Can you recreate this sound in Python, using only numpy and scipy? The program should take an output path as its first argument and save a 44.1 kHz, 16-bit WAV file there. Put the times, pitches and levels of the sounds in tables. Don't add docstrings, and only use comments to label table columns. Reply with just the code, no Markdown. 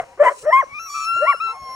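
import sys
import numpy as np
from scipy import signal
from scipy.fft import rfft, irfft
from scipy.io import wavfile
from scipy.ndimage import uniform_filter1d

SR = 44100
rng = np.random.default_rng(int(sys.argv[2]) if len(sys.argv) > 2 else 0)


def persist_wave(psi):
    counts = np.round(np.clip(psi, -1, 1) * 32767).astype(np.int16)
    wavfile.write(sys.argv[1], SR, np.atleast_2d(counts).T)


def how_loud(loudness_db):
    steps = np.asarray(loudness_db, float) / 20
    return 10 ** steps


N = 77175
T = np.arange(N) / SR

# [t/s, f/Hz, level/dB, roughness 0-1]
YELP_PARTS = [
    [(0, 664, -12, 0.18), (.006, 741, -17, 0), (.014, 638, -37.5, 1.02), (.04, 687, -40.5, 0.6)],
    [(.176, 340, -48.5, .4), (.186, 420, -40, .4), (.193, 511.6, -34, 0.65), (.203, 582.3, -7.5, 0.04),
     (.213, 587, -3, 0.04), (.224, 587, -3.5, 0.05), (.229, 643, -9, 0.16)],
    [(.234, 957, -20, 1), (.25, 1015, -17.5, 0.9), (.259, 1008, -13.5, 0.43), (.268, 998, -4.5, 0.08),
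     (.277, 951, -11.5, 0.36), (.288, 1020, -7, .2), (.296, 1046, -16, 0.3)],
    [(.302, 625, -22.5, 0.77), (.309, 646, -25, 0.7), (.316, 570, -21.5, 0.42), (.325, 585, -32.5, 0.7),
     (.34, 577, -47, .5)],
    [(.43, 420, -45, .2), (.44, 440, -31.5, 0.1), (.448, 462.3, -36.5, 0.57), (.458, 554, -29, 0.5),
     (.47, 600.6, -13, 0.06), (.485, 613, -9.5, 0.02), (.5, 646.6, -11, 0)],
    [(.508, 880, -26.5, 0.22), (.522, 953, -22, 0.2), (.53, 1042, -5.5, 0), (.57, 1067, -8, 0.01),
     (.606, 1091, -10.5, 0), (.613, 999, -19, 0), (.622, 862, -33.5, 0.15), (.63, 625, -22.5, 0.12),
     (.638, 535, -24.5, 0.23)],
    [(1.165, 301.7, -49.5, 0.2), (1.19, 393, -43.5, 0.1), (1.208, 505.6, -35, 0.15), (1.226, 585, -12, 0),
     (1.25, 638, -15.5, 0.12)],
    [(1.257, 902, -33, 0.2), (1.28, 1113, -10.5, 0), (1.302, 1156, -6.5, 0.03), (1.322, 1075, -18, 0),
     (1.333, 792, -34.5, .15), (1.346, 548, -28, 0.25)],
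]
TEETH_AIR_DB = [-48, -52.5, -39.5, -46, -53.5, -43, -59, -45.5]
SECOND_HARMONIC_DB = [-14, -5, -4.5, 1, -5.5, 2, -3, 5.5]
# [f/Hz, level/dB]
THROAT_RESONANCES = [(300, -17), (600, 12.5), (850, -10), (1060, 2.5), (1450, -1), (2050, -5),
                     (2680, -30.5), (3100, -23)]
# [t/s, f/Hz, level/dB]
SECOND_FOLD = [(.506, 600, -44), (.55, 659, -46), (.574, 827, -41.5), (.6, 812, -44)]
# [t/s, length/s, fade/s, level/dB]
HISS_EVENTS = [
    (.0, 0.024, 0.013, -55.5),
    (0.241, 0.089, 0.041, -48.5),
    (0.365, 0.068, 0.042, -46.5),
    (0.933, 0.087, 0.13, -45),
    (1.12, .42, .08, -59.5),
]
# [f/Hz, level/dB]
HISS_COLOUR = [(1500, -19.5), (3500, -11.5), (5500, -7.5), (8600, -5.5), (11000, -15.5), (14000, -20),
               (15500, -11), (16000, -14.5)]
# [t/s, length/s, first f/Hz, last f/Hz, level/dB]
PACK_CALLS = [
    (.015, .14, 530, 515, -53),
    (.05, .1, 720, 790, -53),
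    (.02, .14, 945, 955, -50),
    (1.44, .11, 390, 490, -52),
    (.375, .055, 420, 560, -50),
    (1.48, .1, 830, 750, -43),
    (1.47, .1, 940, 900, -47),
    (1.62, .13, 740, 780, -48),
    (1.56, .19, 600, 640, -52),
    (1.64, .1, 480, 520, -54),
]
# [t/s, level/dB]
PAW_FALLS = [
    (.03, -50.5),
    (.44, -50),
    (.74, -49.5),
    (1.15, -51),
    (1.45, -55.5),
    (1.63, -49.5),
    (1.7, -55),
]
# [f/Hz, level/dB]
AIR_COLOUR = [(30, -9.5), (60, -3.5), (250, -10), (900, -6.5), (2000, -12), (3300, -18.5), (6100, -18),
              (11000, -27)]
# [t/s, f/Hz, level/dB]
WHISTLE_PATH = [(.44, 5845, -58), (.5, 5510, -52), (.54, 5300, -44.5), (.58, 5200, -69.5), (.66, 4987, -74),
                (.72, 5195, -65.5), (.78, 5400, -54), (.81, 5556, -43), (.845, 5770, -37), (.93, 5666, -35),
                (1.02, 5622, -37.5), (1.05, 5393, -31.5), (1.1, 5357, -39), (1.2, 5406, -58.5),
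                (1.3, 5310, -45), (1.6, 5425, -52.5), (1.66, 5505, -45.5), (1.76, 5525, -40.5)]
# [t/s, f/Hz, level/dB]
LOW_VOICE = [
    [(.86, 1103, -39.5), (.9, 1139, -33.5), (.935, 1170, -27), (.96, 1180, -20), (1.02, 1165, -23),
     (1.052, 1200, -28), (1.075, 1234, -41)],
    [(1.45, 1088, -52), (1.49, 1059, -34.5), (1.6, 1087, -34), (1.71, 1050, -28), (1.76, 1055, -31)],
]
LOW_VOICE_HARMONICS = [
    [-3.6, -18, -34, -36, -21, -22.5],
    [-0.84, -19.5, -31.5, -31, -27, -31],
]
MODULATION_RAD = [1, 0.27]
# [t/s, f/Hz, level/dB]
NEIGHBOUR_WHISTLE = [(.6, 5900, -50.5), (.66, 5840, -55.5), (.69, 6000, -61.5), (.73, 5840, -70.5),
                     (.76, 6220, -59), (.775, 6070, -74), (.8, 6150, -41.5), (.84, 6030, -51),
                     (.9, 5990, -55.5)]
# [t/s, f/Hz, level/dB]
WHINE_CALLS = [
    [(.645, 1069, -54.5), (.675, 1062, -55), (.69, 1120, -53.5), (.705, 1135, -45.5), (.73, 1108, -37.5),
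     (.755, 1235, -33), (.775, 1185, -33), (.788, 1240, -30.5)],
    [(.797, 1330, -29.5), (.815, 1328, -32), (.845, 1343, -34.5), (.87, 1305, -33.5), (.885, 1230, -41.5),
     (.905, 1160, -31)],
    [(.945, 1267, -26.5), (.962, 1336, -27), (.992, 1277, -27.5), (1.012, 1322, -25.5),
     (1.052, 1301, -24.5), (1.085, 1345, -18.5), (1.175, 1376, -17), (1.335, 1381, -23.5),
     (1.362, 1350, -27)],
    [(1.372, 1405, -38), (1.382, 1425, -45), (1.392, 1400, -40)],
    [(1.403, 1221, -21.5), (1.41, 1302, -16.5), (1.425, 1335, -17.5), (1.445, 1356, -17),
     (1.475, 1325, -19), (1.51, 1325, -19), (1.528, 1360, -28.5), (1.54, 1300, -46), (1.56, 1127, -39)],
]
WHINE_HARMONICS = [
    [-1, -1.5, -17, -21, -23],
    [1.5, -10.5, -22, -37, -22],
    [1, -13, -28, -35.5, -35, -47, -38],
    [3.5, -6, -30],
    [-1.5, -15, -24.5, -36, -39.5, -54, -44],
]
# [f/Hz, level/dB]
MUZZLE_RESPONSE = [(2900, -0.5), (3550, -9), (4050, 1.5), (4700, -5), (5300, -0.5)]
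# [f/Hz, phase the left leads/rad, left minus right level/dB]
PORT_DIFFERENCE = [(300, .1, 0), (600, .47, 3), (1340, -.45, 3), (2200, -1.7, 1), (2750, -2.6, 10),
                   (3200, -5, 6), (4200, -7.1, -4), (5500, -5.5, 0), (7000, -6.6, -1), (10800, -8.5, 0),
                   (16000, -9.4, 0)]


def curve(rows, hz):
    rows = np.array(rows, float)
    return np.interp(np.log(np.maximum(hz, 1)), np.log(rows[:, 0]), rows[:, 1])


def walk(rate):
    span = max(int(SR / rate), 1)
    w = uniform_filter1d(uniform_filter1d(rng.standard_normal(N), span), span)
    return w / w.std()


def filtered(x, rows):
    return irfft(rfft(x) * how_loud(curve(rows, np.fft.rfftfreq(N, 1 / SR))), N)


def noise(rows):
    x = filtered(rng.standard_normal(N), rows)
    return x / x.std()


def gate(start, end, edge):
    opening = np.clip((T - start) / edge + 1, 0, 1) ** 2
    closing = np.clip((end - T) / edge + 1, 0, 1) ** 2
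    return opening * closing


def folds(rows):
    r = np.array(rows, float).T
    pitch, level, *rest = [uniform_filter1d(np.interp(T, r[0], c), size=200) for c in r[1:]]
    hz = pitch * (1 + .003 * walk(84))
    phase = 2 * np.pi * np.cumsum(hz) / SR
    gain = how_loud(level) * gate(r[0, 0], r[0, -1] + .002, .006)
    return hz, phase, gain, rest


def stack(phase, harmonics_db):
    total = 0
    for k, db in enumerate(harmonics_db):
        flicker = how_loud(db + (.3 + .8 * k) * walk(40))
        blur = .09 * k * walk(250)
        total = total + flicker * np.sin((k + 1) * phase + blur)
    return total


def throat(hz):
    return curve(THROAT_RESONANCES, hz) - 70 * np.log2(np.maximum(hz / THROAT_RESONANCES[-1][0], 1))


def yelp(rows, puff_db, octave_db):
    hz, phase, gain, (rough,) = folds(rows)
    rough = np.clip(rough, 0, 1)
    phase = phase + 1.2 * rough ** 2 * walk(300)
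    tone, thirds = 0, 0
    for k in range(1, 6):
        tilt = -5 * np.log2(k) * 1000 / (hz + 300)
        level = throat(k * hz) - throat(hz) + octave_db * (k == 2) + tilt
        tone = tone + how_loud(level) * np.cos(k * phase + k * k / 2)
    for k in (2, 4, 5, 7):
        level = throat(k * hz / 3) / 2 + 3 * walk(150)
        thirds = thirds + how_loud(level) * np.sin(k * phase / 3 + k * k)
    rasp = noise([(150, -70.5)] + THROAT_RESONANCES + [(4500, -59)])
    puff = noise([(2500, -17.5), (8000, 0.5), (16000, -48)])
    flutter = how_loud(3 * rough * walk(200))
    roughness = rough * (how_loud(-10.5) * thirds + how_loud(-1) * rasp)
    return gain * (tone * flutter + roughness + how_loud(puff_db) * puff)


def near_dog():
    yelps = sum(yelp(*part) for part in zip(YELP_PARTS, TEETH_AIR_DB, SECOND_HARMONIC_DB))
    _, phase, gain, _ = folds(SECOND_FOLD)
    return yelps + gain * stack(phase, [0, 8, 4])


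def hiss():
    envelope = sum(how_loud(db) * gate(s, s + n, fade) for s, n, fade, db in HISS_EVENTS)
    return envelope * how_loud(2 * walk(160)) * noise(HISS_COLOUR)


def far_pack():
    pack = 0
    for s, n, hz0, hz1, db in PACK_CALLS:
        glide = np.interp(T, [s, s + n], [hz0, hz1])
        phase = 2 * np.pi * np.cumsum(glide) / SR + 1.5 * walk(51)
        voice = np.sin(phase) + how_loud(-20) * np.sin(2 * phase)
        pack = pack + how_loud(db + 3.6 * walk(45)) * gate(s, s + n, 0.023) * voice
    return pack


def paws():
    blows = sum(how_loud(db) * np.exp(-((T - s) / .018) ** 2) for s, db in PAW_FALLS)
    return blows * noise([(30, -8), (110, -0.5), (200, -8.0), (400, -23.5), (1500, -63)])


def still_air():
    return how_loud(-55 + 2 * walk(4.0)) * noise(AIR_COLOUR)


def ground():
    return hiss() + far_pack() + paws() + still_air()


def whistler():
    low, shake = 0, 0
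    for rows, beat, db in zip(LOW_VOICE, MODULATION_RAD, LOW_VOICE_HARMONICS):
        _, phase, gain, _ = folds(rows)
        low = low + gain * stack(phase, db)
        shake = shake + beat * gate(rows[1][0], rows[-2][0], 0.01) * np.sin(phase)
    _, phase, gain, _ = folds(WHISTLE_PATH)
    octave = how_loud(-9.5 + 2 * walk(12)) * np.sin(2 * phase + 0.303 * shake)
    return low + gain * (np.sin(phase + shake) + octave)


def far_dogs():
    far = 0
    for rows, db in list(zip(WHINE_CALLS, WHINE_HARMONICS)) + [(NEIGHBOUR_WHISTLE, [0])]:
        _, phase, gain, _ = folds(rows)
        far = far + gain * stack(phase, db)
    return far


def trees(x):
    tail = rng.standard_normal((2, N)) * how_loud(-60 * T / 0.22) * (T > 0.03)
    tail = tail[0] + tail[1] * np.array([[1], [-1]])
    tail = signal.lfilter(*signal.butter(2, [400, 1700], "band", fs=SR), tail)
    tail = tail / np.sqrt(np.sum(tail[0] ** 2))
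    return how_loud(-33) * signal.fftconvolve(x[None], tail)[:, :N]


def stray():
    high = signal.lfilter(*signal.butter(3, 1500, "high", fs=SR), ground())
    return how_loud(-6) * high * np.array([[1], [-1]])


def ports(x, pan_db):
    f, p = np.fft.rfftfreq(2 * N, 1 / SR), np.array(PORT_DIFFERENCE)
    level = curve(p[:, ::2], f) + pan_db * np.clip(f / 1000, 0, 1)
    left = how_loud(level / 2) * np.exp(.5j * curve(p, f))
    h = np.array([left, 1 / left])
    h = h / np.maximum(abs(h.mean(axis=0)), .6)
    return irfft(rfft(x, 2 * N) * h)[:, :N]


def scene():
    near, third, far = near_dog(), whistler(), far_dogs()
    beyond = filtered(far + ground(), MUZZLE_RESPONSE)
    direct = ports(near, 0.5) + ports(beyond, 1.35) + ports(third, -0.5)
    return direct + trees(near + far + third) + stray()


def low_pass(x):
    return signal.sosfilt(signal.butter(12, 16130, fs=SR, output="sos"), x)


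def record(dry):
    f = np.fft.rfftfreq(N, 1 / SR)
    cancelled = irfft(rfft(dry.mean(axis=0)) * (f > 11500) * (f < 14700), N)
    return low_pass(dry - cancelled)


dry = scene()
out = record(dry)
persist_wave(out)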